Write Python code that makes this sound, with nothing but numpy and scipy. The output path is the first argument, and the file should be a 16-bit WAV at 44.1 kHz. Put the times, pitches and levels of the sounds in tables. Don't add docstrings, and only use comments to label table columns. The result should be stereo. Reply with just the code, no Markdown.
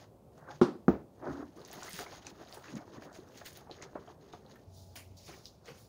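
import sys
import numpy as np
from scipy import signal
from scipy.fft import rfft, irfft, next_fast_len
from scipy.io import wavfile
from scipy.ndimage import uniform_filter1d, map_coordinates

SR = 44100
rng = np.random.default_rng(int(sys.argv[2]) if len(sys.argv) > 2 else 0)


def level_to_linear(level):
    exponent = np.asarray(level, float) / 20
    return 10 ** exponent


def transcribe(signal):
    frames = np.atleast_2d(signal).T
    limited = np.clip(frames, -1, 1)
    pcm = np.round(limited * 32767).astype(np.int16)
    wavfile.write(sys.argv[1], SR, pcm)


N = 259308
TIME = np.arange(N) / SR
MOVED_S = 4.65
SCRUB_FROM_S = 1.55
STROKE_SWING_DB = 20
YARD_DB = -59
TOP_HZ = 15750

# start in seconds, blow in dB.
BUMP_CONTACTS = [
    [(.6142, -12.5), (.657, -36), (.671, -40), (.684, -34), (.75, -45.5)],
    [(.8812, -11), (.906, -36), (.930, -56), (.952, -33.5), (1.02, -56)],
]
# frequency in Hz, level in dB, t60 in seconds.
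BASIN_MODES = [
    [(145, -14, 0.087), (194, -11, 0.066), (242, 3, 0.063), (358, 3, 0.11), (395, -21, 0.26),
     (557, -26, 0.16), (765, -10.5, 0.039), (855, -44, 0.08), (1028, -26, 0.14), (1200, -9, 0.022),
     (1380, -6.5, 0.027), (1610, -21, 0.029)],
    [(71.3, -17, 0.16), (198, -2, 0.094), (249, 3, 0.049), (342.5, -2, 0.083), (431, -14, 0.15),
     (754, -7.5, 0.036), (990, -22, 0.046), (1233, 3.5, 0.011), (1390, -4.5, 0.012), (1540, -21, 0.026)],
]
# frequency in Hz, density in dB per Hz.
SHAKEN_WATER = [
    [(35, -54.5), (60, -41), (175, -6.5), (361, -6), (466, -16.5), (1130, -13.5), (2270, -32),
     (4790, -31.5), (15700, -61)],
    [(35, -32), (60, -15.5), (352, -3.5), (815, -14), (1360, -19), (3150, -40), (6630, -45.5), (9400, -78),
     (15700, -42.5)],
]
# frequency in Hz, t60 in seconds.
SHAKEN_T60 = [(100, 0.42), (1000, 0.29), (4000, 0.29), (12000, 0.27)]

# peak in seconds, level in dB, swell in seconds, fade in seconds.
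DRAGS = [
    (1.26, -47.5, 0.085, .08),
    (1.305, -38, 0.062, 0.1),
    (1.33, -43, 0.046, 0.053),
    (1.4, -40.5, 0.089, 0.054),
    (1.433, -44.5, 0.069, 0.1),
]
# frequency in Hz, density in dB per Hz.
GROAN = [(45, -31), (75, -2), (130, -18), (200, -8), (265, 14), (305, 10), (350, 9.5), (430, -44)]
# peak in seconds, level in dB, swell in seconds, fade in seconds.
THRUMS = [
    (.367, -55, 0.031, .05),
    (.44, -57.5, 0.055, .04),
    (.535, -58, 0.044, .15),
    (.595, -57, 0.18, .03),
]
# frequency in Hz, density in dB per Hz.
FLEX = [(70, -43), (115, -14), (143, 10), (175, -5), (260, -50.5)]

# peak in seconds, slosh in dB, scrub in dB, swell in seconds, fade in seconds.
GRIPS = [(0.03, -68, -61, 0.12, 0.078), (0.38, -64, -60, .006, 0.1), (.43, -69, -57.5, 0.087, .08),
         (0.49, -57, -48.5, 0.042, 0.056), (0.509, -59, -49.5, 0.053, 0.091), (1.205, -54, -65, .01, .1),
         (1.24, -55, -50, 0.035, 0.14), (1.271, -40.5, -41.5, 0.06, .14), (1.31, -52, -53, .03, .1),
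         (1.365, -65, -52, 0.072, 0.15), (1.43, -45, -50.5, .15, 0.025)]
# peak in seconds, slosh in dB, scrub in dB, swell in seconds, fade in seconds.
STROKES = [(1.577, -53, -57.5, 0.04, 0.25), (1.764, -53, -51, 0.11, 0.16), (1.83, -60, -52, 0.018, .1),
           (1.888, -52, -51.5, 0.078, 0.041), (2, -49, -47.5, 0.036, 0.12), (2.068, -56, -60, .015, 0.052),
           (2.14, -55.5, -51, 0.1, .12), (2.274, -55.5, -55.5, 0.088, 0.21),
           (2.41, -51.5, -51.5, 0.061, 0.081), (2.49, -55.5, -59, 0.049, 0.067),
           (2.588, -57, -50.5, 0.11, 0.018), (2.646, -61.5, -54.5, .06, 0.31),
           (2.759, -42, -73, 0.074, 0.079), (2.83, -71, -54, 0.16, 0.022), (2.98, -51, -54.5, 0.19, 0.057),
           (3.025, -57, -57, 0.01, 0.1), (3.07, -56, -53, 0.055, .15), (3.2, -60, -62.5, 1, 1),
           (3.41, -63, -76, .008, 0.18), (3.61, -56.5, -58.5, 0.051, .08), (3.876, -54, -56, 0.31, 0.065),
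           (3.954, -48.5, -49, 0.0023, 0.12), (4.088, -55.5, -57, 0.03, 0.1),
           (4.26, -59.5, -63.5, 0.13, 0.29), (4.514, -60, -62, 0.28, 0.12)]
# peak in seconds, slosh in dB, scrub in dB, swell in seconds, fade in seconds.
FAR_MOVES = [
    (4.974, -62.5, -57.5, 0.04, 0.077),
    (5.284, -53, -54.5, 0.012, 0.2),
    (5.686, -50.5, -53.5, 0.061, 0.14),
]
# time in seconds, pitch in Hz.
GLUG_PITCH = [(0.1, 272), (2.0, 347), (2.3, 278), (2.6, 384), (2.758, 206.5), (2.87, 364), (3.0, 283),
              (3.41, 364), (4.4, 337), (4.85, 206), (5.68, 468)]
# frequency in Hz, density in dB per Hz.
SLOSH = [(60, -40), (130, 6.5), (200, 2), (420, 0.5), (520, 0), (800, -28), (2000, -79)]
# frequency in Hz, density in dB per Hz.
SCRUB = [(400, -29.5), (520, 2.5), (880, -3), (1200, -1.5), (1850, -7.5), (2100, -17.5), (3000, -32.5),
         (5000, -83.5)]
# peak in seconds, level in dB, swell in seconds, fade in seconds.
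SCUFFS = [
    (4.96, -50.5, 0.0029, 0.091),
    (5.312, -59, 0.16, 0.14),
    (5.682, -54, 0.026, .12),
]
# frequency in Hz, density in dB per Hz.
SCUFF = [(900, -37), (1500, -7.5), (2200, 1.5), (3200, 0), (4200, -20)]

# start in seconds, peak in dB,
# pitch in Hz.
KNOCKS = [(0.379, -42, 754), (1.199, -47, 730), (1.226, -32, 745), (2.402, -42, 431), (2.573, -41, 398),
          (2.879, -41, 386), (2.98, -31.5, 282), (3.021, -36.5, 640), (3.187, -36, 358), (3.415, -34, 665),
          (3.671, -40, 920), (3.696, -31.5, 697), (3.709, -33.5, 367), (3.827, -36, 410),
          (3.933, -43.5, 510), (3.954, -35, 607), (3.957, -26.5, 557), (4.075, -37.5, 845),
          (4.336, -35.5, 418), (4.956, -38.5, 654),
          (1.9905, -35, 1610), (2.062, -34.5, 1100), (2.1333, -49, 760), (2.6396, -39, 1350),
         (2.6548, -38.5, 1390), (2.6843, -43, 1490), (3.021, -38.5, 1850), (3.4124, -35.5, 1480),
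         (3.8296, -50, 2000), (3.9537, -32, 990), (4.0982, -43, 1070), (4.335, -28.5, 876),
         (4.5588, -46.5, 1560),
          (1.705, -43, 740), (1.732, -39.5, 765), (1.823, -33, 1040), (1.962, -42, 1790),
           (2.109, -50, 450), (2.266, -44, 820), (2.491, -60, 590), (2.536, -41, 470), (2.763, -49, 501),
           (2.932, -46, 790), (2.948, -40, 547), (3.054, -35.5, 498), (3.115, -40, 668),
           (3.162, -39.5, 676), (3.223, -46, 570), (3.298, -41.5, 575), (3.579, -41.5, 730),
           (3.733, -43, 514), (3.785, -56, 536), (4.453, -41.5, 515), (4.515, -43, 511)]
# start in seconds, peak in dB, pitch in Hz.
BLOOPS = [(.36, -52, 143), (.686, -35, 347), (.752, -44, 353), (1.318, -46, 75), (2.325, -47, 180),
          (4.097, -50, 1104), (.486, -36, 1480), (.503, -34, 783), (1.265, -31, 592), (1.775, -44, 186),
          (1.825, -38, 1430), (1.883, -35, 1940), (1.936, -41.5, 173), (2.003, -36, 660), (2.066, -49, 725),
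          (2.57, -41, 864), (2.808, -43.5, 688), (2.98, -46, 1710), (3.055, -45, 508), (3.068, -49, 1050),
          (4.556, -49, 1710), (5.682, -39.5, 455)]
# start in seconds, peak in dB, pitch in Hz.
SNAPS = [(0.3792, -54, 1200), (2.0633, -43, 1000), (2.5264, -38, 4200), (0.6147, -21, 1080),
         (1.6495, -48, 5500), (1.9912, -27.5, 1520), (2.2673, -42, 5000), (2.879, -43, 890),
         (3.0212, -45, 1290), (3.8269, -36, 2200), (3.9325, -43, 690), (4.3355, -39, 920),
         (4.558, -48.5, 1680), (5.659, -48, 1800)]

# peak in seconds, fizz in dB, spray in dB over the fizz, swell in seconds, fade in seconds.
SWAYS = [
    (0.026, -62, -12, 0.68, 0.073),
    (0.376, -73.5, -4, 0.099, 1),
    (0.505, -54, -17, 0.031, 0.12),
    (1.28, -64.5, -26, 0.056, 0.34),
    (1.36, -62, -13, 0.23, 0.1),
    (1.42, -67, -16, .1, .04),
]
# peak in seconds, fizz in dB, spray in dB over the fizz, swell in seconds, fade in seconds.
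SQUEEZES = [(1.57, -65, -4.5, 0.011, 1), (1.738, -53.5, -12, 0.096, 0.092), (1.87, -49.5, -7.5, 0.27, 0.17),
            (1.93, -65, -12, 0.056, 0.29), (1.96, -48, -1.5, 0.13, .1), (1.989, -43.5, -4.5, 0.077, 0.074),
            (2.158, -52, -11.5, 0.19, 0.088), (2.225, -66, -15, .01, 0.043), (2.27, -51, -11, 0.03, 0.035),
            (2.298, -57, -5.5, 0.035, 0.037), (2.48, -61.5, -12, 0.39, 0.16),
            (2.548, -54.5, -0.5, 0.062, 0.091), (2.643, -55, -15, 0.018, 0.24),
            (2.773, -57.5, -9, 0.32, 0.073), (2.95, -60, -12.5, 0.087, 0.1),
            (3.038, -56, -9.5, 0.036, 0.072), (3.148, -58, -7, 0.035, 0.15), (3.382, -55.5, -7, 0.13, 0.1),
            (3.46, -49, -1.5, 0.017, 0.12), (3.57, -54.5, -7.5, 0.04, 0.091),
            (3.712, -58, -15, 0.017, 0.18), (3.824, -48, -18, 0.011, 0.048), (4.104, -66, -14, 0.45, 0.074),
            (4.216, -67, -21, 0.026, 0.45), (4.329, -56, -12, 0.0076, 0.07), (4.5, -66, -10, 0.058, 0.24)]
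# peak in seconds, fizz in dB, spray in dB over the fizz, swell in seconds, fade in seconds.
RUSTLES = [
    (4.77, -61, -2, 0.094, 0.32),
    (4.961, -52.5, 3, 0.0069, 0.1),
    (5.17, -58, -5, 0.00428, 0.16),
    (5.294, -55, -5.5, 0.16, 0.27),
    (5.472, -56.5, -7, 0.069, 0.078),
    (5.664, -58, -10, 0.029, 0.3),
    (5.804, -69.5, 8, 0.11, 0.15),
]
# frequency in Hz, density in dB per Hz.
FIZZ = [(1060, -9), (1800, -1), (2350, -6), (2790, -5.5), (4470, -3.5), (5080, -3), (5900, -5), (6700, 0.5),
        (7600, -36), (9880, -71), (16700, -120)]
# frequency in Hz, density in dB per Hz.
RUSTLE = [(1200, -60), (2300, -30), (3000, -14), (3600, -4), (4900, 0), (6700, -3), (7600, -18),
          (10000, -45)]
# frequency in Hz, density in dB per Hz.
SPRAY = [(6000, -38), (7000, -4), (7600, -13.5), (9050, -9.5), (13100, -14), (14300, -16), (15200, -4),
         (15700, -10)]
# start in seconds, peak in dB, pitch in Hz, left-right in dB.
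POPS = [(0.3797, -59, 6360, 9), (1.616, -48.5, 4160, 2), (1.6503, -37.5, 6100, 6),
        (1.7143, -39.5, 6640, 6.5), (1.73, -34.5, 15300, 8.5), (1.832, -35, 6570, 12),
        (1.9904, -38, 2880, -1), (2.0655, -41.5, 2190, 4), (2.268, -31.5, 6140, 8), (2.526, -39.5, 4700, 6),
        (2.755, -42, 6560, 4), (3.0224, -60, 4800, 32), (3.129, -48, 6460, 7), (3.375, -43, 6650, 3.0),
        (3.449, -50, 6200, 8), (3.5662, -47, 3880, 2), (3.713, -38, 4070, 10), (3.824, -37, 6400, 4),
        (4.3282, -50, 3630, 17), (4.9568, -44.5, 3160, -8), (5.456, -34.5, 5000, 3.5),
        (5.6577, -48.5, 6360, 3),
        (1.5648, -58, 6100, 6.5), (1.594, -52, 4740, 4.5), (1.9317, -39, 4900, -10),
         (1.988, -44, 2890, 2.0), (2.225, -50, 3050, 5.5), (2.4503, -50, 4600, 1), (2.4738, -48, 3870, 3.5),
         (2.494, -49.5, 6100, 5.0), (2.6354, -54, 4110, 3.5), (2.6828, -44, 2620, 3.0),
         (2.7798, -48.5, 2220, 3.0), (2.9043, -58, 4400, 6.0), (2.9342, -62, 3950, 5.5),
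         (3.2016, -54, 4070, 9), (3.2879, -53, 5730, 4.5), (3.3447, -54, 2780, 6), (3.5316, -49, 6400, 3.0),
         (3.7434, -54, 3110, 0), (3.786, -54, 1980, 4.5), (3.816, -46, 2020, -2), (4.0783, -55, 3170, 16),
         (4.2123, -61, 4190, 6.0), (4.4633, -54, 4030, 4.5), (4.514, -53, 4070, 9),
        (0.6135, -52, 4200, 5), (.624, -44, 5600, 5), (0.632, -37, 5400, 6), (.641, -51, 2900, 4),
         (.657, -57, 3460, 6), (0.8816, -48, 6440, 9.5), (.893, -59, 14500, 7), (1.573, -63, 15300, 14),
         (1.678, -48, 15300, 9), (1.895, -34.5, 15300, 11), (1.932, -33.5, 8900, 1),
         (1.99, -35, 12100, 2.5), (2.248, -48, 4000, 2), (2.253, -52, 6670, 6), (2.2674, -40, 2570, 4),
         (2.5445, -42, 9800, 9), (3.46, -45, 15300, 2), (3.5327, -48, 10600, 1), (3.5726, -39, 15300, 7),
         (4.5584, -54, 14700, 4), (4.9572, -40, 15200, -6), (4.958, -46, 9500, -7)]

# frequency in Hz, t60 in seconds.
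WALLS_T60 = [(200, 0.1), (2000, 0.18), (10000, 0.042)]
# time in seconds, rotation in Hz, level in dB.
MOTOR = [
    (4.64, 93.8, -86),
    (4.668, 92.7, -62),
    (4.806, 92.4, -60),
    (5.23, 92.7, -62.5),
    (5.3, 94, -79),
]
# multiple of the rotation, level in dB.
MOTOR_ORDERS = [(1, 8.5), (2, -12), (3, -10), (7.2, -8), (9.1, -11.5)]
# frequency in Hz, density in dB per Hz.
YARD = [(15, -67), (25, -68), (55, -7.5), (107, -4.5), (140, -6), (283, -10.5), (315, -15.5), (351, -8.5),
        (512, -11.5), (602, -11.5), (901, -19), (1770, -39), (15700, -42)]
# frequency in Hz, change in dB.
FARTHER = [(100, 2), (250, -2), (450, -3.5), (1000, -2), (2500, 3.5), (8000, -3.5)]
# frequency in Hz, left-right likeness from 0 to 1.
ALIKE = [(60, 1), (500, 0.79), (1200, 0.27), (2500, 0.2), (6000, 0.035), (12000, 0.053)]
# frequency in Hz, left-right in dB.
PORT_TILT = [(60, 0.5), (180, 1.5), (550, 3.5), (1650, 3.5), (4970, 3.5), (9000, 1), (15000, 3.5)]


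def bumps():
    ring, shake, t = np.zeros(N), np.zeros((2, N)), np.arange(SR // 2) / SR
    for contacts, modes, water, water_db in zip(BUMP_CONTACTS, BASIN_MODES, SHAKEN_WATER, (-50, -52)):
        for k, (s, blow_db) in enumerate(contacts):
            scatter_db = rng.normal(0, 1.5, size=len(modes)) * (k > 0)
            blow = np.zeros(len(t))
            for (hz, db, t60_s), jog_db in zip(modes, scatter_db):
                blow += level_to_linear(db + jog_db - 60 * t / t60_s) * np.sin(2 * np.pi * hz * t)
            add(ring, s, level_to_linear(blow_db) * blow * (1 - np.exp(-t / 0.0022)))
        first_s = contacts[0][0]
        tail = np.zeros((2, N))
        add(tail, first_s, dying(SHAKEN_T60, seconds=0.38))
        onset = np.clip((TIME - first_s) / 0.00025, 0, 1)
        shake += level_to_linear(water_db) * spread(tail, shaped(water)) * onset
    return signal.sosfilt(signal.butter(4, 68, "high", fs=SR, output="sos"), ring) + shake


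def drag():
    groan = spread(rng.standard_normal((2, N)), shaped(GROAN))
    thrum = spread(rng.standard_normal((2, N)), shaped(FLEX))
    groan_db = strokes(*np.transpose(DRAGS))
    thrum_db = strokes(*np.transpose(THRUMS))
    return level_to_linear(groan_db) * groan + level_to_linear(thrum_db) * thrum


def wall():
    s, slosh_db, scrub_db, swell_s, fade_s = np.transpose(GRIPS + STROKES + FAR_MOVES)
    slosh_db = strokes(s, slosh_db, swell_s, fade_s)
    scrub_db = strokes(s, scrub_db, swell_s, fade_s)
    glug_hz, = curves(GLUG_PITCH)
    glugs = bubbles(count=1500, centre_hz=glug_hz, scatter=0.16, cycles=28,
                    spread_db=0.0, share=0.05, patchy_db=-4.0)
    slosh = level_to_linear(slosh_db) * spread(glugs, shaped(SLOSH))
    gurgle = bubbles(count=4000, centre_hz=np.full(N, 1150), scatter=0.674, cycles=22,
                     spread_db=2.5, share=0.077, patchy_db=1.5)
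    roughness = np.where((TIME > SCRUB_FROM_S) & (TIME < MOVED_S), 1, 0.3)
    scrub_db = scrub_db + 1.45 * wobble(70) * roughness
    return slosh + level_to_linear(scrub_db) * spread(gurgle, shaped(SCRUB))


def scuffs():
    db = strokes(*np.transpose(SCUFFS))
    return level_to_linear(db) * spread(patchy(depth_db=3.2), shaped(SCUFF))


def knocks():
    track, t = np.zeros(N), np.arange(SR // 10) / SR
    for s, db, hz in KNOCKS:
        ratio = rng.uniform(1.43, 1.45)
        partner_hz = hz * ratio if hz < 1200 else hz / ratio
        note = np.sin(2 * np.pi * hz * t) + 0.5 * np.sin(2 * np.pi * partner_hz * t)
        band = signal.butter(2, [hz / 1.31, hz * 1.235], "band", fs=SR, output="sos")
        splash = unit(signal.sosfilt(band, rng.standard_normal(len(t))))
        puff = 0.42 * splash * level_to_linear(-60 * t / 0.05)
        attack = 1 - np.exp(-t / 0.00066)
        add(track, s, level_to_linear(db - 4.0) * (level_to_linear(-60 * t * hz / 11) * note + puff) * attack)
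    return np.array([track, track])


def bloops():
    track, t = np.zeros(N), np.arange(SR // 8) / SR
    for s, db, hz in BLOOPS:
        turns = hz * t
        t60_s = 0.017 + 14 / hz
        note = np.sin(2 * np.pi * turns * (1 + 0.0035 * turns))
        add(track, s, level_to_linear(db + 1 - 60 * t / t60_s) * note * (1 - np.exp(-t / 0.0022)))
    return np.array([track, track])


def snaps():
    track, t = np.zeros(N), np.arange(SR // 100) / SR
    for s, db, hz in SNAPS:
        add(track, s, level_to_linear(db + 2.5 - 60 * t * hz / 5.8) * np.sin(2 * np.pi * hz * t))
    return np.array([track, track])


def foam():
    s, db, over_db, swell_s, fade_s = np.transpose(SWAYS + SQUEEZES + RUSTLES)
    fizz_db = strokes(s, db, swell_s, fade_s)
    spray_over_db = strokes(s, db + over_db, swell_s, fade_s) - fizz_db
    near = TIME < MOVED_S
    clumps_db = (2.1 * wobble(60) + 1.68 * wobble(200)) * np.where(near, 1, 0.4)
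    bursts = bubbles(count=5000, centre_hz=np.full(N, 4100), scatter=0.5, cycles=3,
                     spread_db=3.5, share=0.12, patchy_db=1.2)
    near_fizz = spread(bursts, shaped(FIZZ))
    far_rustle = spread(patchy(depth_db=1.5), shaped(RUSTLE))
    fizz = np.where(near, near_fizz, far_rustle)
    spray = level_to_linear(spray_over_db) * spread(patchy(depth_db=2.0), shaped(SPRAY))
    return level_to_linear(fizz_db + clumps_db) * (fizz + spray)


def pops():
    track, t = np.zeros((2, N)), np.arange(SR // 25) / SR
    for s, db, hz, pan_db in POPS:
        bubble = np.sin(2 * np.pi * hz * t) * level_to_linear(-60 * t * hz / 30) * (1 - np.exp(-t * hz / 0.32))
        band_hz = np.clip([hz / 1.58, hz * 1.16], 100, SR / 2.2)
        band = signal.butter(3, band_hz, "band", fs=SR, output="sos")
        noise = unit(signal.sosfilt(band, rng.standard_normal((2, len(t)))))
        hiss = noise * (0.37 * level_to_linear(-60 * t / 0.0045) + 0.081 * level_to_linear(-60 * t / 0.12))
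        pan = level_to_linear([[pan_db / 2 - 4.0], [-1.0 - pan_db / 2]])
        add(track, s, level_to_linear(db + 4.0) * (bubble + hiss) * pan)
    return track


def echo(x):
    tail = dying(WALLS_T60, seconds=0.36)
    late = np.pad(x, ((0, 0), (300, 0)))
    return signal.fftconvolve(late, tail / np.linalg.norm(tail[0]), axes=1)[:, :N]


def motor():
    hz, db = curves(MOTOR)
    turn = 2 * np.pi * np.cumsum(hz) / SR
    hum = np.zeros(N)
    for k, order_db in MOTOR_ORDERS:
        flutter_db = (1.3 + 1.4 * (k > 1)) * wobble(24)
        hum += level_to_linear(order_db + flutter_db) * np.sin(k * (turn + 0.078 * wobble(5.4)))
    gate = (TIME > MOTOR[0][0]) * np.clip((MOTOR[-1][0] - TIME) / 0.05, 0, 1)
    return hum * level_to_linear(db - 2.0) * gate


def yard():
    air = level_to_linear(YARD_DB + 0.79 * wobble(0.66)) * spread(rng.standard_normal((2, N)), shaped(YARD))
    return np.where(TIME < MOVED_S, air, filtered(air, shaped(FARTHER)))


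def bubbles(count, centre_hz, scatter, cycles, spread_db, share, patchy_db):
    when, jog, size, side = rng.random((count, 4)).T
    start = (when * N).astype(int)
    hz = np.clip(centre_hz[start] * np.exp(scatter * (2 * jog - 1)), 60, SR / 2.5)
    gain = level_to_linear(spread_db * np.minimum(-np.log(size), 3))
    n = np.arange(min(1500000 // count, int(14 * SR / np.median(hz))))
    turns = hz[:, None] * n / SR
    envelope = level_to_linear(-60 * turns / cycles) * (1 - np.exp(-turns / 0.5))
    rising = turns * (1 + 0.023 * turns)
    notes = gain[:, None] * np.sin(2 * np.pi * rising) * envelope
    at = start[:, None] + n + (side[:, None] > 0.5) * 2 * N
    streams = np.bincount(at.ravel(), notes.ravel(), 4 * N).reshape(2, -1)[:, :N]
    return np.sqrt(share) * unit(streams) + np.sqrt(1 - share) * patchy(patchy_db)


def patchy(depth_db):
    z = signal.stft(rng.standard_normal((2, N)), nperseg=512)[2]
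    field = uniform_filter1d(rng.standard_normal(z.shape[1:]), size=25, axis=0)
    field = uniform_filter1d(field, size=4, axis=1)
    return unit(signal.istft(z * level_to_linear(depth_db * unit(field)), nperseg=512)[1][:, :N])


def strokes(s, db, swell_s, fade_s):
    coarse = TIME[::64]
    late = coarse - np.c_[s]
    away = np.maximum(-late / np.c_[swell_s], late / np.c_[fade_s])
    power = (level_to_linear(np.c_[db] - STROKE_SWING_DB * away) ** 2).sum(axis=0)
    return np.interp(TIME, coarse, 10 * np.log10(power + 1e-14))


def dying(t60s, seconds):
    hz, t, z = signal.stft(rng.standard_normal((2, int(seconds * SR))), SR, nperseg=256)
    decay = level_to_linear(-60 * t / along(t60s, hz)[:, None])
    return signal.istft(z * decay, SR, nperseg=256)[1]


def spread(pair, gain):
    def turn(hz):
        return np.arccos(np.clip(along(ALIKE, hz), -1, 1)) / 2
    mid, side = filtered(pair, lambda hz: gain(hz) * [np.cos(turn(hz)), np.sin(turn(hz))])
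    return unit(np.array([mid + side, mid - side]))


def shaped(spectrum):
    return lambda hz: level_to_linear(along(spectrum, hz))


def filtered(x, response):
    m = next_fast_len(N + 8192)
    return irfft(rfft(x, m) * response(np.fft.rfftfreq(m, 1 / SR)), m)[..., :N]


def along(points, hz):
    f, v = np.transpose(points)
    return np.interp(np.log(hz + 1), np.log(f + 1), v)


def curves(rows):
    s, *cols = np.transpose(rows)
    return [np.interp(TIME, s, c) for c in cols]


def wobble(rate_hz):
    knots = rng.standard_normal(int(N * rate_hz / SR) + 4)
    return map_coordinates(knots, [TIME * rate_hz])


def unit(x):
    return x / np.sqrt(np.mean(x ** 2) + 1e-20)


def add(track, s, sound):
    part = track[..., round(s * SR):][..., :sound.shape[-1]]
    part += sound[..., :part.shape[-1]]


def scene():
    taps = pops() + knocks() + bloops() + snaps()
    basin = bumps() + drag() + wall() + scuffs()
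    return basin + foam() + taps + level_to_linear(-8) * echo(taps) + motor() + yard()


def top_cut(x):
    return signal.sosfilt(signal.butter(12, 17000, fs=SR, output="sos"), x)


def record(dry):
    mix = filtered(dry, lambda hz: level_to_linear(along(PORT_TILT, hz) * [[0.5], [-0.5]]) * (hz < TOP_HZ))
    return top_cut(mix)


dry = scene()
out = record(dry)
transcribe(out)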